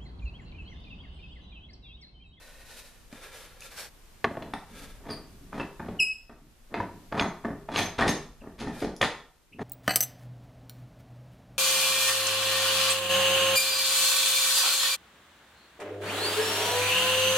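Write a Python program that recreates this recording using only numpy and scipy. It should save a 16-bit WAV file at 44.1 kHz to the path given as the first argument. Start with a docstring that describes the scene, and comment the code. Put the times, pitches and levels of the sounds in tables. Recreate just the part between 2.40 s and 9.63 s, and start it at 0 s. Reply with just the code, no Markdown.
"""A drawknife works along a branch on a workbench: the blade knocks on, judders through bark and wood,
and now and then sticks and squeals. Tiny bright ticks sound alone or as the edge of a knock or clank.
The branch shifts; bench, branch and blade ring under every stroke and the workshop reverberates.
Between strokes hands and sleeves rustle over the wood, above a faint rumble and hiss."""
import sys
import numpy as np
from scipy import signal
from scipy.fft import rfft, irfft, next_fast_len
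from scipy.io import wavfile
from scipy.ndimage import map_coordinates

SR = 44100
rng = np.random.default_rng(int(sys.argv[2]) if len(sys.argv) > 2 else 0)


def generate_wav(signal):
    """Clip the signal to [-1, 1] and save it as 16-bit WAV at the path in sys.argv[1]."""
    frames = np.transpose(np.atleast_2d(signal))
    scaled = np.clip(frames, -1, 1) * 32767
    pcm = np.round(scaled).astype(np.int16)
    wavfile.write(sys.argv[1], SR, pcm)


N = 318843
TIME = np.arange(N) / SR

# Stereo width, narrow in the bass. Each row: frequency in Hz, side over mid in dB.
STEREO_WIDTH = [(30, -11.5), (200, -25.5), (1000, -17.5), (2200, -12), (4000, -7), (8000, 1), (13000, -2.5)]


def strokes(level_db=-3, judder_db=4.0, drop_db=16.5, sway_db=-13.5):
    """The edge catches and lets go in quick bursts as it tears fibres, brighter when pulled harder."""
    # Blade strokes. Each row: start, rise and fall in seconds, peak wood level in dB, swell in dB,
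    # then thud, bite and splinter in dB relative to that peak.
    stroke_rows = [(1.859, 0.17, 0.18, -51.5, -4, 7.5, -23, -48),
                   (2.61, 0.1, 0.081, -40.5, 19, 2.5, -7.5, -16.5),
                   (3.13, 0.089, 0.061, -41, 2, 4.5, -12, -20), (3.4, 0.13, 0.065, -49, 2, 9.5, -15, -37),
                   (4.306, 0.1, 0.073, -38, 18, 4, -12, -24),
                   (4.723, 0.088, 0.051, -24, 18, -3.5, -8.5, -19.5),
                   (5.047, 0.011, 0.08, -38, -3, 7, -23, -30),
                   (5.289, 0.094, 0.099, -28.5, 19.5, -0.5, 2.5, -5.5),
                   (5.59, 0.025, 0.086, -25, -4.5, -1.5, -9.5, -21),
                   (5.667, 0.013, 0.04, -27.5, 19, 1.5, 2, -0.5),
                   (6.021, .045, 0.056, -50, 11, 9, -37, -32),
                   (6.189, 0.014, 0.046, -37.5, 9.5, 2, 3.5, -4.5),
                   (6.233, .055, 0.095, -44.5, 12.5, 10, -8, -11),
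                   (6.423, 0.019, 0.066, -39.5, 0.5, 10.5, -8.5, -12),
                   (6.616, 0.029, .04, -28, 10.5, -3.5, -1, -11.5),
                   (7.193, 0.032, .03, -43, 0.5, 12, -12, -20)]
    thud_slope, bite_slope, splinter_slope = 0.67, 1.86, 1.77  # dB per dB of force
    force = slips(per_s=550, scatter_db=2.5, smooth=0.6) * amp(judder_db * wobble(130))
    wood, thud, bite, splinter = wood_bands(force)
    thud = thud + amp(sway_db) * band(force, 37, 100, order=2)  # the bench sways
    out = np.zeros(N)
    for start, rise, fall, db, swell_db, thud_db, bite_db, splinter_db in stroke_rows:
        at, gate, force_db = push(start, rise, fall, swell_db, drop_db, fade_s=0.011)
        cut = (amp(force_db) * wood[at]
               + amp(thud_db + thud_slope * force_db) * thud[at]
               + amp(bite_db + bite_slope * force_db) * bite[at]
               + amp(splinter_db + splinter_slope * force_db) * splinter[at])
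        out[at] += gate * amp(db + level_db) * cut
    return out


def wood_bands(force):
    """A force coloured by wood, split into wood, thud, bite and splinter."""
    # Spectrum of cut wood. Each row: frequency in Hz, density in dB.
    wood_spectrum = [(29, -37), (50, 11), (117, -1), (234, -0.5), (562, -6.5), (696, -2.5), (1350, -7),
                     (1840, -13), (2820, -16), (4120, -21.5), (5750, -33), (6470, -32), (7290, -35),
                     (13200, -43), (14500, -48.5)]
    # Wood, thud, bite and splinter bands. Each row: low and high edge in Hz.
    edges_hz = [(500, 2000), (70, 500), (2000, 5000), (5000, 11500)]
    sound = coloured(force, wood_spectrum)
    return [band(sound, lo, hi) for lo, hi in edges_hz]


def knocks(level_db=-3.5, tone_db=-4, crack_db=9, crack_s=0.00015, attack_s=0.0007, base_t60_s=0.047):
    """A blow clicks, rings at the struck spot's pitch and thuds. 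Returns direct sound and room feed."""
    # Knocks of blade and branch. Each row: time in seconds, level in dB, pitch in Hz,
    # then wood, bite and room feed in dB relative to that level.
    knock_rows = [(0.727, -35, 242, -8, -7, -1.5), (1.843, -8.5, 1115, -3, -11.5, -10),
                  (1.869, -19, 695, -8.5, -34.5, -6), (1.911, -19.5, 593, -29, -33, -6),
                  (1.97, -23, 643, -7.5, -24, -27), (2.023, -29, 626, -6.5, -7.5, 0.5),
                  (2.136, -23.5, 262, 1.5, -7, 0.5), (3.129, -35, 231, 6.5, -27, -8.5),
                  (3.198, -17, 403, -6.5, -20, -2), (3.218, -31, 264, -6, -34, -11),
                  (3.396, -32.5, 436, 1.5, -22.5, 1), (3.46, -31, 233, -13, -19.5, -13.5),
                  (3.895, -34.5, 248.6, -7, -22, 5.5), (4.341, -22, 445, 0, -8.5, 4.5),
                  (4.402, -10.5, 976, -14, -45, -3.5), (4.724, -22, 1070, 1, -14, -3),
                  (4.796, -17.5, 1500, -16, 3.5, -23), (4.81, -14.5, 667, -14.5, -28, 0),
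                  (5.047, -19, 250, -4, -36, -6.5), (5.288, -26, 671, -0.5, -19, 1),
                  (5.36, -16.5, 1220, -11, 2, -10), (5.591, -21.5, 500, 5, -15.5, -8),
                  (5.623, -10, 1880, -10.5, -16.5, -3), (6.207, -31, 237, -17, -16, -8),
                  (6.271, -22, 251, -6.5, -29, 3), (6.425, -21, 440, -7, -21.5, -12),
                  (6.613, -10.5, 537, -9.5, -2.5, -2), (6.627, -11, 1840, -3.5, -6, -10.5),
                  (7.193, -25, 242, -4.5, -27, -1)]
    bands = wood_bands(rng.standard_normal(N))
    tone_life, band_lives = 0.91, [0.73, 1.6, 0.43, 0.96]  # multiples of base_t60_s
    direct, room_feed = np.zeros(N), np.zeros(N)

    def decay(t, life):
        return (1 - np.exp(-t / attack_s)) * amp(-60 * t / (base_t60_s * life))

    for start, db, hz, wood_db, bite_db, room_db in knock_rows:
        thud_db = -18 - 0.29 * db  # soft knocks are duller
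        splinter_db = -26 + 0.55 * bite_db
        at = np.arange(round(start * SR), min(N, round(start * SR) + SR // 2))
        t = np.arange(len(at)) / SR
        u = t / crack_s - np.pi
        blow = amp(bite_db + crack_db) * u * np.exp(-u * u)  # one push and pull as the edge lands
        blow += amp(tone_db) * decay(t, tone_life) * np.sin(2 * np.pi * hz * t)
        for noise, share_db, life in zip(bands, [wood_db, thud_db, bite_db, splinter_db], band_lives):
            envelope = decay(t, life)
            burst = noise[at] * envelope
            blow += amp(share_db) * burst * np.linalg.norm(envelope) / np.linalg.norm(burst)
        direct[at] += amp(db + level_db) * blow
        room_feed[at] += amp(db + level_db + room_db) * blow
    return direct, room_feed


def squeals(level_db=-1, flutter_db=5, edge_s=0.012, settle_s=0.0125, fade_db_per_s=90.5):
    """Stick-slip locks into a tone that starts sharp, settles and grows richer; uneven cycles rasp."""
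    # Squeals of the sticking blade. Each row: start and length in seconds, settled pitch in Hz,
    # initial excess pitch in Hz, level in dB, overtone gain in dB, roughness from 0 to 1.
    squeal_rows = [(1.21, 0.025, 2450, 348, -48, -9, 1), (2.694, 0.06, 4580, 200, -40, -2.5, 0.45),
                   (3.193, .032, 2650, 120, -33.5, -11, .55), (3.588, .058, 2568, 358, -17.5, 0.5, .05),
                   (4.794, 0.049, 6420, 90, -42.5, -14, 0.13), (5.359, 0.13, 6320, 71, -35, -5, 0.03),
                   (5.683, 0.039, 6370, 90, -33, -5.5, .05), (6.003, 0.03, 2600, 170, -55.5, -33, 0.54),
                   (7.117, 0.035, 2570, 59.3, -50.5, -21, 0.76)]
    # Stick-slip overtones. Each row: multiple of the pitch, level in dB.
    overtones = [(2, -8.5), (3, -20), (4, -21.5), (5, -34.5)]
    jitter, flutter, drift = wobble(900), wobble(400), wobble(130)
    out = np.zeros(N)
    for start, length, hz, sharp_hz, db, rich_db, rough in squeal_rows:
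        at = np.flatnonzero((TIME > start) & (TIME < start + length))
        t = TIME[at] - start
        gate = np.clip(np.minimum(t, length - t) / edge_s, 0, 1) ** 2
        unsettled = 1 / (1 + (t / settle_s) ** 8)
        pitch_hz = (hz + sharp_hz * unsettled) * (1 + 0.011 * drift[at] + 0.1 * rough * jitter[at])
        phase = 2 * np.pi * np.cumsum(pitch_hz) / SR
        upper = sum(amp(k_db + rich_db) * np.sin(k * phase) for k, k_db in overtones if k * hz < SR / 2)
        grip_db = db + level_db - fade_db_per_s * t + flutter_db * rough * flutter[at]
        out[at] += gate * amp(grip_db) * np.sqrt(2) * (np.sin(phase) + (1 - unsettled) * upper)
    return out


def ticks(t60_s=0.0048, level_db=-6):
    """Tiny bright ticks, some alone and some as the sharp edge of a knock or clank."""
    # Bright ticks. Each row: time in seconds, level in dB.
    tick_rows = [(0.727, -38), (1.207, -30.5), (2.139, -33.5), (5.595, -26), (6.618, -22.5), (6.2, -38.5),
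                 (6.565, -35)]
    fizz = band(rng.standard_normal(N), 4300, 10000, order=2)
    out = np.zeros(N)
    for start, db in tick_rows:
        at = np.flatnonzero((TIME > start) & (TIME < start + t60_s))
        out[at] += amp(db + level_db - 60 * (TIME[at] - start) / t60_s) * fizz[at]
    return out


def shifts(lo_hz=75, hi_hz=330):
    """Between cuts the branch slides and bumps softly on the bench."""
    # Branch movements. Each row: start, rise and fall in seconds, peak level in dB.
    shift_rows = [(2.3, .13, 0.14, -53), (2.84, .1, 0.1, -56), (3.02, 0.068, .05, -53.5),
                  (4.02, .03, 0.068, -60), (4.48, .03, 0.26, -49), (7.125, 0.044, 0.054, -53.5)]
    shuffle = band(slips(per_s=230, scatter_db=1.5, smooth=0.51), lo_hz, hi_hz, order=3)
    out = np.zeros(N)
    for start, rise, fall, db in shift_rows:
        at, gate, force_db = push(start, rise, fall, swell_db=2.5, drop_db=22, fade_s=0.014)
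        out[at] += gate * amp(db + force_db) * shuffle[at]
    return out


def wood_and_blade_ring(x):
    """Bench, branch and steel blade ring at their modes."""
    # Modes of bench and branch, then of the blade. Each row: frequency, width in Hz, prominence in dB.
    wood_modes = [(148.5, 4, -0.5), (232, 15, 1.5), (408, 21, -2), (693, 17, -2), (826, 9.1, -2),
                  (918, 48, -7.5), (1176, 64, -6), (1774, 62, 4), (1885, 14, -2), (2280, 26, -10.5),
                  (2410, 87, -2)]
    blade_modes = [(3400, 110, 3.5), (3620, 80, -1.5), (4086, 30, 4.5), (4890, 50, 1), (5470, 49, 4),
                   (6370, 48, 7), (8860, 53, 1), (10320, 60, 9.5)]
    return resonate(x, wood_modes + blade_modes, ring_db=-0.5)


def rustle(rub_db=-3.0, uneven_db=1.9, hiss_db_per_db=1.23):
    """Cloth and skin slide over bark in fine dense grains that make the rubbed spot ring faintly."""
    # Slides of hands and sleeves. 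Each row: start, rise and fall in seconds, level in dB, swell in dB,
    # relative hiss in dB, pitch factor of the rubbed spot.
    slide_rows = [(0.0, 0.29, .3, -56, -2.5, -4, 1), (0.26, .12, 0.27, -55.5, 9.5, 4.5, 0.96),
                  (0.72, 0.12, 0.39, -46.5, 4, -6.5, .91), (0.92, 0.053, 0.2, -54, 18, 3, 0.78),
                  (1.2, 0.039, 0.11, -48.5, 13, 1.5, .91), (1.315, .09, 0.083, -39, 16.5, 1, 3),
                  (2.28, 0.12, 0.2, -46, 13, -3.5, 0.89), (6.33, 0.077, 0.072, -44, 11, -3.5, 0.92)]
    # Spectrum of sliding cloth. Each row: frequency in Hz, density in dB.
    cloth_spectrum = [(88, -37), (150, 10), (233, -9), (310, -10), (520, 0), (734, -4), (2270, -6.5),
                      (2910, -10), (4970, -9), (7710, -12.5), (9890, -11), (14500, -17.5)]
    # Modes of lightly rubbed wood. Each row: frequency and width in Hz, prominence in dB.
    rubbed_modes = [(540, 150, -7), (1050, 30, -12), (1492, 37, 0.5), (1833, 48, 1), (2600, 70, -5.5),
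                    (3960, 130, -5), (4600, 50, -16)]
    friction = [coloured(slips(per_s=2700, scatter_db=1.5, smooth=0.86), cloth_spectrum)
                for _ in range(2)]
    grains = stereo(friction, STEREO_WIDTH) * amp(uneven_db * wobble(45.04))
    out = np.zeros((2, N))
    for start, rise, fall, db, swell_db, hiss_db, pitch in slide_rows:
        at, gate, speed_db = push(start, rise, fall, swell_db, drop_db=16, fade_s=0.01)
        modes = [(hz * pitch, width_hz, mode_db) for hz, width_hz, mode_db in rubbed_modes]
        ringing = resonate(grains[:, at], modes, ring_db=8.5)
        rub = amp(rub_db + speed_db) * band(ringing, 242, 3300)
        hiss = amp(hiss_db + hiss_db_per_db * speed_db) * band(ringing, 2600, 16000)
        out[:, at] += gate * amp(db) * (rub + hiss)
    return out


def workshop(x, build_s=0.0046):
    """Reflections build up within milliseconds, then each frequency dies at its own speed."""
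    # Room decay. Each row: frequency in Hz, T60 in seconds.
    t60_s = [(100, 0.46), (300, 0.4), (1000, 0.45), (2500, 0.38), (5000, 0.43), (12000, 0.34)]
    hz, t, noise = signal.stft(rng.standard_normal((2, SR)), SR, nperseg=256)
    _, tail = signal.istft(noise * amp(-60 * t / along(t60_s, hz)[:, None]), SR, nperseg=256)
    tail *= 1 - np.exp(-(np.arange(tail.shape[1]) / SR / build_s) ** 2)
    response = stereo(tail / np.linalg.norm(tail[0]), STEREO_WIDTH)
    return signal.fftconvolve(x[None], response, axes=1)[:, :N]


def background(rumble_gain_db=3, hiss_gain_db=5):
    """Low rumble and soft hiss, both drifting slowly in level."""
    # Noise spectra. Each row: frequency in Hz, density in dB.
    rumble_spectrum = [(11, -23.5), (18, 3.5), (42, -2.5), (72, -10.5), (86, -11.5), (206, -27), (243, -16),
                       (300, -49), (390, -73), (660, -120)]
    hiss_spectrum = [(100, 17.5), (300, 14), (1000, 9.5), (3000, 5.5), (7000, 1.5), (14000, -1)]
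    # Level drifts. Each row: time in seconds, level in dB.
    rumble_levels = [(0, -58), (1.9, -61), (2.6, -51), (3.7, -61), (4.6, -61), (6.5, -55.5), (7.0, -73)]
    hiss_levels = [(0, -66.5), (1.2, -64.5), (3.5, -64.5), (3.9, -72), (4.6, -64.5), (5.5, -68.5),
                   (6.1, -69), (7.0, -72.5)]
    # Stereo width of the hiss. Each row: frequency in Hz, side over mid in dB.
    hiss_width = [(100, -1), (300, -3), (700, -4), (2000, -3.5), (13000, 0.5)]
    rumble = stereo(coloured(rng.standard_normal((2, N)), rumble_spectrum), STEREO_WIDTH)
    hiss = stereo(coloured(rng.standard_normal((2, N)), hiss_spectrum), hiss_width)
    return (amp(curve(rumble_levels) + rumble_gain_db) * rumble
            + amp(curve(hiss_levels) + hiss_gain_db) * hiss)


def push(start_s, rise_s, fall_s, swell_db, drop_db, fade_s):
    """One arm movement: its samples, soft-edged gate and force in dB, which swells to 0 and drops."""
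    peak_s = start_s + rise_s
    end_s = peak_s + fall_s
    at = np.flatnonzero((TIME > start_s - fade_s) & (TIME < end_s + fade_s))
    edge = np.clip(1 + np.minimum(TIME[at] - start_s, end_s - TIME[at]) / fade_s, 0, 1)
    force_db = np.interp(TIME[at], [start_s, peak_s, end_s], [-swell_db, 0, -drop_db])
    return at, np.sin(edge * np.pi / 2) ** 2, force_db


def slips(per_s, scatter_db, smooth):
    """Irregular tiny impulses of uneven size over smooth friction noise."""
    slipping = rng.random(N) < per_s / SR
    size = amp(scatter_db * rng.standard_normal(N))
    sign = np.sign(rng.standard_normal(N))
    return unit(unit(slipping * sign * size) + smooth * rng.standard_normal(N))


def resonate(x, modes, ring_db):
    """x plus the ringing it excites in (Hz, width Hz, dB) modes."""
    return filtered(x, lambda f: 1 + sum(
        amp(db + ring_db) * 1j * f * width / (hz * hz - f * f + 1j * f * width)
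        for hz, width, db in modes))


def amp(db):
    """Decibels to gain."""
    return 10 ** (np.asarray(db) / 20)


def unit(x):
    """Scale to rms 1."""
    return x / np.sqrt(np.mean(x ** 2) + 1e-20)


def along(points, hz):
    """(Hz, value) points read on a log axis."""
    knots_hz, values = np.transpose(points)
    return np.interp(np.log(hz + 1), np.log(knots_hz + 1), values)


def curve(points):
    """(s, value) points read at every sample."""
    return np.interp(TIME, *np.transpose(points))


def wobble(knots_per_s):
    """A smooth random curve."""
    return map_coordinates(rng.standard_normal(int(N * knots_per_s / SR) + 4), [TIME * knots_per_s])


def filtered(x, response):
    """x times a response of frequency."""
    size = next_fast_len(x.shape[-1] + 8192)
    return irfft(rfft(x, size) * response(np.fft.rfftfreq(size, 1 / SR)), size)[..., :x.shape[-1]]


def coloured(x, spectrum):
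    """x with a (Hz, dB) spectrum, at rms 1."""
    return unit(filtered(x, lambda hz: amp(along(spectrum, hz))))


def band(x, lo_hz, hi_hz, order=4):
    """One band of x, at rms 1."""
    return unit(signal.sosfilt(signal.butter(order, [lo_hz, hi_hz], "band", fs=SR, output="sos"), x))


def stereo(pair, width):
    """Two unrelated signals as mid and side, the side shaped by (Hz, dB) points."""
    side = filtered(pair[1], lambda hz: amp(along(width, hz)))
    return np.array([pair[0] + side, pair[0] - side])


def scene(cut_room_db=-2, knock_room_db=-3.5, squeal_room_db=-5):
    """The work happens straight ahead, inside the workshop."""
    cut = strokes() + shifts() + ticks()
    squeal = squeals()
    knock, knock_feed = knocks()
    direct = wood_and_blade_ring(cut + knock) + squeal
    ring_feed = wood_and_blade_ring(amp(cut_room_db) * cut + amp(knock_room_db) * knock_feed)
    room = workshop(ring_feed + amp(squeal_room_db) * squeal)
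    balance = amp([[0.15], [-0.15]])
    return (direct + room + rustle() + background()) * balance


def record(dry):
    """Brick-wall low-pass at 14.5 kHz."""
    return filtered(dry, lambda hz: hz < 14500)


dry = scene()
out = record(dry)
generate_wav(out)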